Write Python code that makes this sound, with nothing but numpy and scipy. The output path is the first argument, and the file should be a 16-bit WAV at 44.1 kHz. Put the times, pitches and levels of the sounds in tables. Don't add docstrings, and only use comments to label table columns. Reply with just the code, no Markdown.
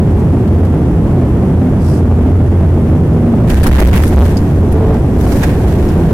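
import sys
import numpy as np
from scipy import signal
from scipy.fft import rfft, irfft
from scipy.io import wavfile

SR = 44100
rng = np.random.default_rng(int(sys.argv[2]) if len(sys.argv) > 2 else 0)


def dump_mix(stems):
    frames = np.atleast_2d(stems).T
    limited = np.clip(frames, -1, 1)
    pcm = np.round(limited * 32767).astype(np.int16)
    wavfile.write(sys.argv[1], SR, pcm)


N = 270333
TIME = np.arange(N) / SR
FREQUENCIES = np.fft.rfftfreq(N, 1 / SR)

# (frequency [Hz], level [dB])
ROAR_COLOUR = [(15, -18.5), (35, -11), (65, 1.1), (100, 0), (160, -3), (240, -8), (370, -8.5), (520, -20),
               (800, -25), (1250, -35), (1800, -39), (3400, -49), (3900, -57), (13000, -59), (13900, -93)]
# (frequency [Hz], level [dB])
WAKE_COLOUR = [(85, -74), (115, 8), (132, 3), (165, 8.5), (195, 2.5), (240, 8), (290, -19.5), (420, -54.5)]
# (time [s], level [dB])
WAKE_LEVEL = [(0, -14), (2.55, -18.5), (2.9, -11.5), (4.7, -14.5), (5.15, -19), (6.13, -17.5)]
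# (time [s], level [dB])
ENGINE_LEVEL = [(0, -17), (1.6, -14.5), (1.76, -11.5), (2.4, -12.5), (4.7, -14), (6.13, -24)]
# (time [s], level [dB], ring pitch [Hz], ring over crack [dB], left over right [dB])
LATCH_KNOCKS = [(0.193, -30, 8000, -8, 1), (0.476, -33, 3200, -1, -3), (0.65, -27.5, 4300, -21, -4),
                (3.5, -16, 3450, -5, -2), (3.544, -16.5, 5130, -11, -1), (3.633, -11.5, 9500, -3, 7),
                (3.663, -9.5, 5360, -14, 2), (3.671, -18, 10600, 3, -6), (3.8007, -15, 11500, -4, -7),
                (3.87, -14, 12600, -5, -1), (3.9553, -14, 11700, -2, -6.5), (3.982, -23, 12000, 4, 0),
                (4.037, -16, 10200, -1.5, 1), (4.078, -22, 9800, 5, 1), (4.3695, -22.5, 4960, 3.5, -7),
                (4.7195, -22, 10080, -2, 1), (4.942, -27.5, 4480, -14, -0.5), (5.211, -22, 12600, -3, -1),
                (5.32, -20.5, 5010, -6, -8), (5.4332, -16, 6600, -8, -7), (5.6944, -29, 3590, -8, -4),
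                (5.7221, -30, 3490, -3, -6), (5.847, -29, 11300, -5, -3), (5.888, -28, 5200, 0, -3)]
# (frequency [Hz], level [dB])
SMALL_PART_COLOUR = [(300, -38), (1500, 19.5), (3000, 7.5), (5000, 9), (7500, 8), (10500, 7), (13000, 9),
                     (16000, -9)]
# (frequency [Hz], level [dB])
PANEL_COLOUR = [(150, -23), (500, 7.5), (950, 2.5), (1300, -4.5), (1600, 4.5), (1870, 1), (2020, -11),
                (2200, -4), (2800, -5.5), (4000, -11), (8000, -52)]
# (peak time [s], half length [s], pitch [Hz], level [dB])
LOW_SWELLS = [(0.336, 0.022, 262, -9.5), (1.196, 0.14, 131, -14), (1.21, 0.046, 245, -14),
              (1.64, 0.1, 258, -15.5), (2.256, 0.06, 244, -11), (3.097, 0.46, 160, -18),
              (3.305, 0.072, 235, -12.5), (3.789, 0.016, 192, -7.5), (3.948, 0.021, 178, -7.5)]
# (time [s], level [dB])
PUFF_LEVEL = [(1.74, -70), (1.82, -44), (1.88, -37.5), (1.94, -38.5), (1.99, -43), (2.05, -68)]
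# (frequency [Hz], level [dB])
PUFF_COLOUR = [(2500, -13), (4500, -2), (5050, 4), (5600, 0), (6400, -4), (8000, -2), (8900, -1),
               (10000, -4), (11500, -3), (13500, -10), (14500, -28)]
# (time [s], length [s], small parts [dB], panels [dB])
TRIM_JOLTS = [(3.468, 0.054, -35.5, -28.5), (3.565, 0.016, -38, -25), (3.62, 0.02, -42, -20.5),
              (3.709, 0.033, -35, -18), (3.77, 0.12, -49, -29), (3.928, 0.041, -40, -25),
              (4.015, 0.015, -31.5, -39), (4.117, 0.02, -43, -26), (4.18, 0.046, -34, -26.5),
              (4.248, 0.018, -44, -35), (5.178, 0.097, -43.5, -47), (5.266, 0.12, -38, -51),
              (5.405, 0.0088, -34, -26)]
# (time [s], first heave [dB], tyre growl [dB], small parts [dB], panels [dB])
GEAR_LANDINGS = [(3.48, -6, -29.5, -54, -67), (5.17, -37, -22.5, -47, -35)]
# (frequency [Hz], level [dB])
GROWL_COLOUR = [(200, -0.5), (350, 19), (500, 2), (700, 7.5), (950, -10.5), (1300, -33), (2600, -20),
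                (6000, -39)]
# (frequency [Hz], level [dB])
BODY_HEAVE_COLOUR = [(6, 3), (16, 5.5), (28, 4.5), (50, 3.5), (75, -4.5), (150, -36), (400, -99)]
# (peak time [s], half length [s], pitch [Hz], level [dB])
GEAR_SHUDDERS = [(3.6, 0.047, 81.85, -8.5), (3.698, 0.017, 70.1, 0.5), (3.758, 0.023, 68.04, 1.5),
                 (3.843, 0.023, 54.05, -3), (3.907, 0.021, 75.9, 1.5), (4.003, 0.02, 75, 0),
                 (4.199, 0.032, 61.92, 8.5), (5.214, 0.072, 56.01, -14), (5.363, 0.029, 79.6, -13),
                 (5.682, 0.091, 78.57, -15.5), (5.852, 0.11, 73.92, -16.5)]
# (time [s], hold [s], level [dB], t60 [s], ring pitch [Hz], ring over rattle [dB])
PANEL_CLATTERS = [(3.497, 0.008, -25, 0.077, 1900, -5), (3.66, 0.006, -13.5, 0.072, 1320, 0),
                  (3.714, 0.04, -31, 0.072, 1770, -1), (3.779, 0.07, -20, 0.14, 1890, -2.5),
                  (3.928, 0.038, -18.5, 0.25, 2020, -5.5), (4.034, 0.0052, -21, 0.03, 1860, 5.5),
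                  (4.166, 0.04, -23, 0.25, 1400, -8), (5.258, 0.011, -31, 0.095, 940, -10),
                  (5.314, 0.008, -29, 0.078, 1450, -7), (5.364, 0.0084, -25.5, 0.097, 1770, -10),
                  (5.427, 0.013, -24.5, 0.059, 1590, 6.5), (5.459, 0.055, -34.5, 0.3, 1821, 1),
                  (5.673, 0.01, -32.5, 0.15, 1060, -3), (5.721, 0.006, -30, 0.062, 1847, -3)]
# (frequency [Hz], level [dB])
RATTLE_COLOUR = [(300, -28), (800, 6), (1150, 4.5), (1350, -2), (1610, -4), (1870, -3), (2020, -4),
                 (2200, -4.5), (2900, -6), (4000, -17), (8000, -17)]
# (time [s], level [dB], t60 [s])
BIN_THUDS = [(3.66, -7.5, 0.092), (3.783, -13, 0.095), (3.815, -4.5, 0.091), (3.861, -16.5, 0.18),
             (3.934, -24, 0.1), (4.036, -14, 0.086), (4.121, -10, 0.08), (5.264, -9, 0.13),
             (5.429, -10, 0.07), (6.109, -2.5, 0.034)]
# (frequency [Hz], level [dB])
THUD_COLOUR = [(120, -9), (330, 35), (480, -1), (700, 26.5), (950, -43), (1300, -21), (1620, -16),
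               (1850, -23), (2050, -28), (2400, -22), (3500, -24), (7000, -54)]
# (time [s], pitch [Hz], level [dB])
ACTUATOR_MOAN = [(4.70, 433, -42), (4.755, 437, -17), (4.83, 436.6, -17.5), (4.915, 437.2, -14.5),
                 (4.97, 424, -20)]
# (frequency [Hz], level [dB])
FLUID_COLOUR = [(400, -18), (600, 7), (950, -5), (1400, -26), (3000, -49)]
# (frequency [Hz], level [dB])
MIC_HISS_COLOUR = [(100, -62), (3500, -1.5), (5000, -4), (8000, -7.5), (12000, -6.5), (13300, -38),
                   (13900, -34)]

LOAD_S = 0.046


def from_db(db):
    return 10 ** (np.asarray(db) / 20)


def unit(x):
    return x / np.sqrt(np.mean(x ** 2) + 1e-20)


def track(rows, column=1):
    rows = np.array(rows)
    return np.interp(TIME, rows[:, 0], rows[:, column])


def tinted(x, colour):
    hz, db = np.transpose(colour)
    gain = from_db(np.interp(np.log(FREQUENCIES + 1), np.log(hz + 1), db))
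    return unit(irfft(rfft(x) * gain, N))


def wander(rate_hz):
    return unit(irfft(rfft(rng.standard_normal(N)) / (1 + (FREQUENCIES / rate_hz) ** 4), N))


def cabin_noise(colour, mic_gap_m=0.078, unshared=0.00018):
    likeness = (1 - unshared) * np.sinc(2 * FREQUENCIES * mic_gap_m / 343)
    real, imaginary = rng.standard_normal((2, 2, len(FREQUENCIES)))
    mid, side = (real + 1j * imaginary) * np.sqrt([1 + likeness, 1 - likeness])
    return tinted(irfft([mid + side, mid - side], N), colour)


def attack(start, rise_s):
    return 1 - np.exp(-np.maximum(TIME - start, 0) / rise_s)


def release(start, t60):
    return from_db(-60 * np.maximum(TIME - start, 0) / t60)


def bell(peak_s, half_s):
    return 1 / np.cosh(np.clip((TIME - peak_s) / half_s, -9, 9)) ** 2


def airflow(roar_db=-9, gust_db=0.5, surge_db=1.0):
    roar_gain = from_db(roar_db + gust_db * wander(rate_hz=11))
    roar = cabin_noise(ROAR_COLOUR) * roar_gain
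    wake_gain = from_db(track(WAKE_LEVEL) + surge_db * wander(rate_hz=1.7))
    return roar + cabin_noise(WAKE_COLOUR) * wake_gain


def engines(pitch_hz=85.9, drift=0.03574, beat_hz=0.487, in_step_s=2.477, far_db=-7, waver_db=1.5):
    near_turns = np.cumsum(pitch_hz * (1 + drift * wander(rate_hz=8.88))) / SR
    far_turns = near_turns - beat_hz * (TIME - in_step_s)
    hum = np.sin(2 * np.pi * near_turns) + from_db(far_db) * np.sin(2 * np.pi * far_turns)
    return np.sqrt(2) * hum * from_db(track(ENGINE_LEVEL) + waver_db * wander(rate_hz=24))


def ringing(noise, hz, width_hz):
    return unit(signal.lfilter(*signal.iirpeak(hz, hz / width_hz, SR), noise))


def knocks(level_db=-8, t60=0.072, width_hz=330, upper_ratio=1.26, upper_db=-6, panel_db=-5):
    cracks = cabin_noise(SMALL_PART_COLOUR) + from_db(panel_db) * cabin_noise(PANEL_COLOUR)
    fade = release(0, t60)[:SR // 10]
    out = np.zeros((2, N))
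    for start, db, hz, ring_db, left_db in LATCH_KNOCKS:
        span = slice(round(start * SR), round(start * SR) + len(fade))
        chatter = rng.standard_normal((2, len(fade)))
        lower = ringing(chatter, hz, width_hz)
        upper = ringing(chatter, hz * upper_ratio, width_hz)
        ring = from_db(ring_db) * (lower + from_db(upper_db) * upper)
        sides = from_db([[left_db / 2], [-left_db / 2]])
        out[:, span] += from_db(level_db + db) * sides * fade * (cracks[:, span] + ring)
    return out


def low_swells(drift=0.02923):
    wavering_time = np.cumsum(1 + drift * wander(rate_hz=24.7)) / SR
    return np.sqrt(2) * sum(from_db(db) * bell(peak, half) * np.sin(2 * np.pi * hz * wavering_time)
                            for peak, half, hz, db in LOW_SWELLS)


def air_puff(right_db=3):
    sides = from_db([[-right_db / 2], [right_db / 2]])
    return cabin_noise(PUFF_COLOUR) * from_db(track(PUFF_LEVEL)) * sides


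def impacts(per_s, spread_db, t60):
    hits = rng.random(N) < per_s / SR
    size = np.minimum(rng.exponential(1, N), 4)
    energy = hits * from_db(spread_db * size) ** 2
    fade = release(0, t60)[:SR // 5]
    return unit(np.sqrt(abs(signal.oaconvolve(energy, fade ** 2)[:N])))


def rolling(column):
    return np.sqrt(sum((from_db(row[column]) * attack(row[0], LOAD_S)) ** 2 for row in GEAR_LANDINGS))


def shaking(rise_s=0.015, stop_t60=0.28, settle_t60=1.9, settle_db=-10.5):
    power = np.array([rolling(column=3), rolling(column=4)]) ** 2
    for start, length, small_db, panel_db in TRIM_JOLTS:
        end = start + length
        fade = release(end, stop_t60) + from_db(settle_db) * release(end, settle_t60)
        power += (from_db([[small_db], [panel_db]]) * attack(start, rise_s) * fade) ** 2
    return np.sqrt(power)


def trim_rattle(small_db=4, panel_db=0.5, gear_buzz_db=-36, moan_buzz_db=-21):
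    small = cabin_noise(SMALL_PART_COLOUR) * impacts(per_s=1100, spread_db=0.5, t60=0.36)
    panels = cabin_noise(PANEL_COLOUR) * impacts(per_s=1400, spread_db=5.5, t60=0.17)
    small_shake, panel_shake = shaking()
    small_shake = from_db(small_db) * small_shake + from_db(gear_buzz_db) * np.tanh(swing_size())
    panel_shake = from_db(panel_db) * panel_shake + from_db(moan_buzz_db) * moan_strength()
    return small * small_shake + panels * panel_shake


def runway_rumble(heave_t60=2.6, rolling_db=-25):
    heave = sum(attack(start, LOAD_S) * (from_db(db) * release(start, heave_t60) + from_db(rolling_db))
                for start, db, *_ in GEAR_LANDINGS)
    growl = cabin_noise(GROWL_COLOUR) * rolling(column=2)
    return growl + cabin_noise(BODY_HEAVE_COLOUR) * heave


def swing_size(tremor_db=-20.5):
    swells = sum(from_db(db) * bell(peak, half) for peak, half, _, db in GEAR_SHUDDERS)
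    return (swells + from_db(tremor_db)) * attack(GEAR_LANDINGS[0][0], LOAD_S)


def gear_shudder(jostle=0.16, flutter_db=2.2, snap=0.2):
    pitch_hz = track(GEAR_SHUDDERS, column=2) * (1 + jostle * wander(rate_hz=50))
    phase = 2 * np.pi * np.cumsum(pitch_hz) / SR
    swing = swing_size() * from_db(flutter_db * wander(rate_hz=44))
    overtones = snap * np.tanh(swing / 2) * (np.sin(3 * phase) + np.sin(5 * phase) / 2)
    return np.sqrt(2) * (np.sin(phase) + overtones) * swing


def clatters(rise_s=0.0036, width_hz=220):
    rattle = cabin_noise(RATTLE_COLOUR)
    out = np.zeros((2, N))
    for start, hold, db, t60, hz, ring_db in PANEL_CLATTERS:
        first = round(start * SR)
        length = min(SR // 2, N - first)
        span = slice(first, first + length)
        burst = (attack(0, rise_s) * release(hold, t60))[:length]
        ring = ringing(rng.standard_normal((2, length)), hz, width_hz)
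        out[:, span] += from_db(db) * burst * (rattle[:, span] + from_db(ring_db) * ring)
    return out * impacts(per_s=900, spread_db=3.0, t60=0.045)


def thuds(rise_s=0.00054):
    blows = sum(from_db(db) * attack(start, rise_s) * release(start, t60) for start, db, t60 in BIN_THUDS)
    return cabin_noise(THUD_COLOUR) * blows


def moan_strength():
    moving = (TIME > ACTUATOR_MOAN[0][0]) & (TIME < ACTUATOR_MOAN[-1][0])
    return from_db(track(ACTUATOR_MOAN, column=2)) * moving


def actuator(octave_db=-18, drift=0.00691, rough_db=1.2, fluid_db=-8):
    pitch_hz = track(ACTUATOR_MOAN) * (1 + drift * wander(rate_hz=47))
    phase = 2 * np.pi * np.cumsum(pitch_hz) / SR
    moan = np.sqrt(2) * (np.sin(phase) + from_db(octave_db) * np.sin(2 * phase))
    fluid = cabin_noise(FLUID_COLOUR) * from_db(fluid_db)
    return (moan + fluid) * moan_strength() * from_db(rough_db * wander(rate_hz=58))


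def scene():
    flight = airflow() + low_swells() + engines() + air_puff()
    wheels = runway_rumble() + gear_shudder()
    return flight + wheels + trim_rattle() + clatters() + knocks() + thuds() + actuator()


def record(dry, ceiling=0.54, hardness=19.6, hiss_db=-53, top_hz=16100):
    treble = 0.12 * signal.sosfilt(signal.butter(2, 2200, "highpass", fs=SR, output="sos"), dry)
    swing = dry - treble
    flattened = treble + swing / (1 + abs(swing / ceiling) ** hardness) ** (1 / hardness)
    tilted = signal.lfilter(*signal.butter(1, 1.6, "highpass", fs=SR), flattened)
    hiss = from_db(hiss_db) * tinted(rng.standard_normal((2, N)), MIC_HISS_COLOUR)
    sides = from_db([[-0.3], [0.3]])
    treble_cut = signal.firwin(511, top_hz, window=("kaiser", 9), fs=SR)
    return signal.oaconvolve(tilted * sides + hiss, treble_cut[None], "same")


dry = scene()
out = record(dry)
dump_mix(out)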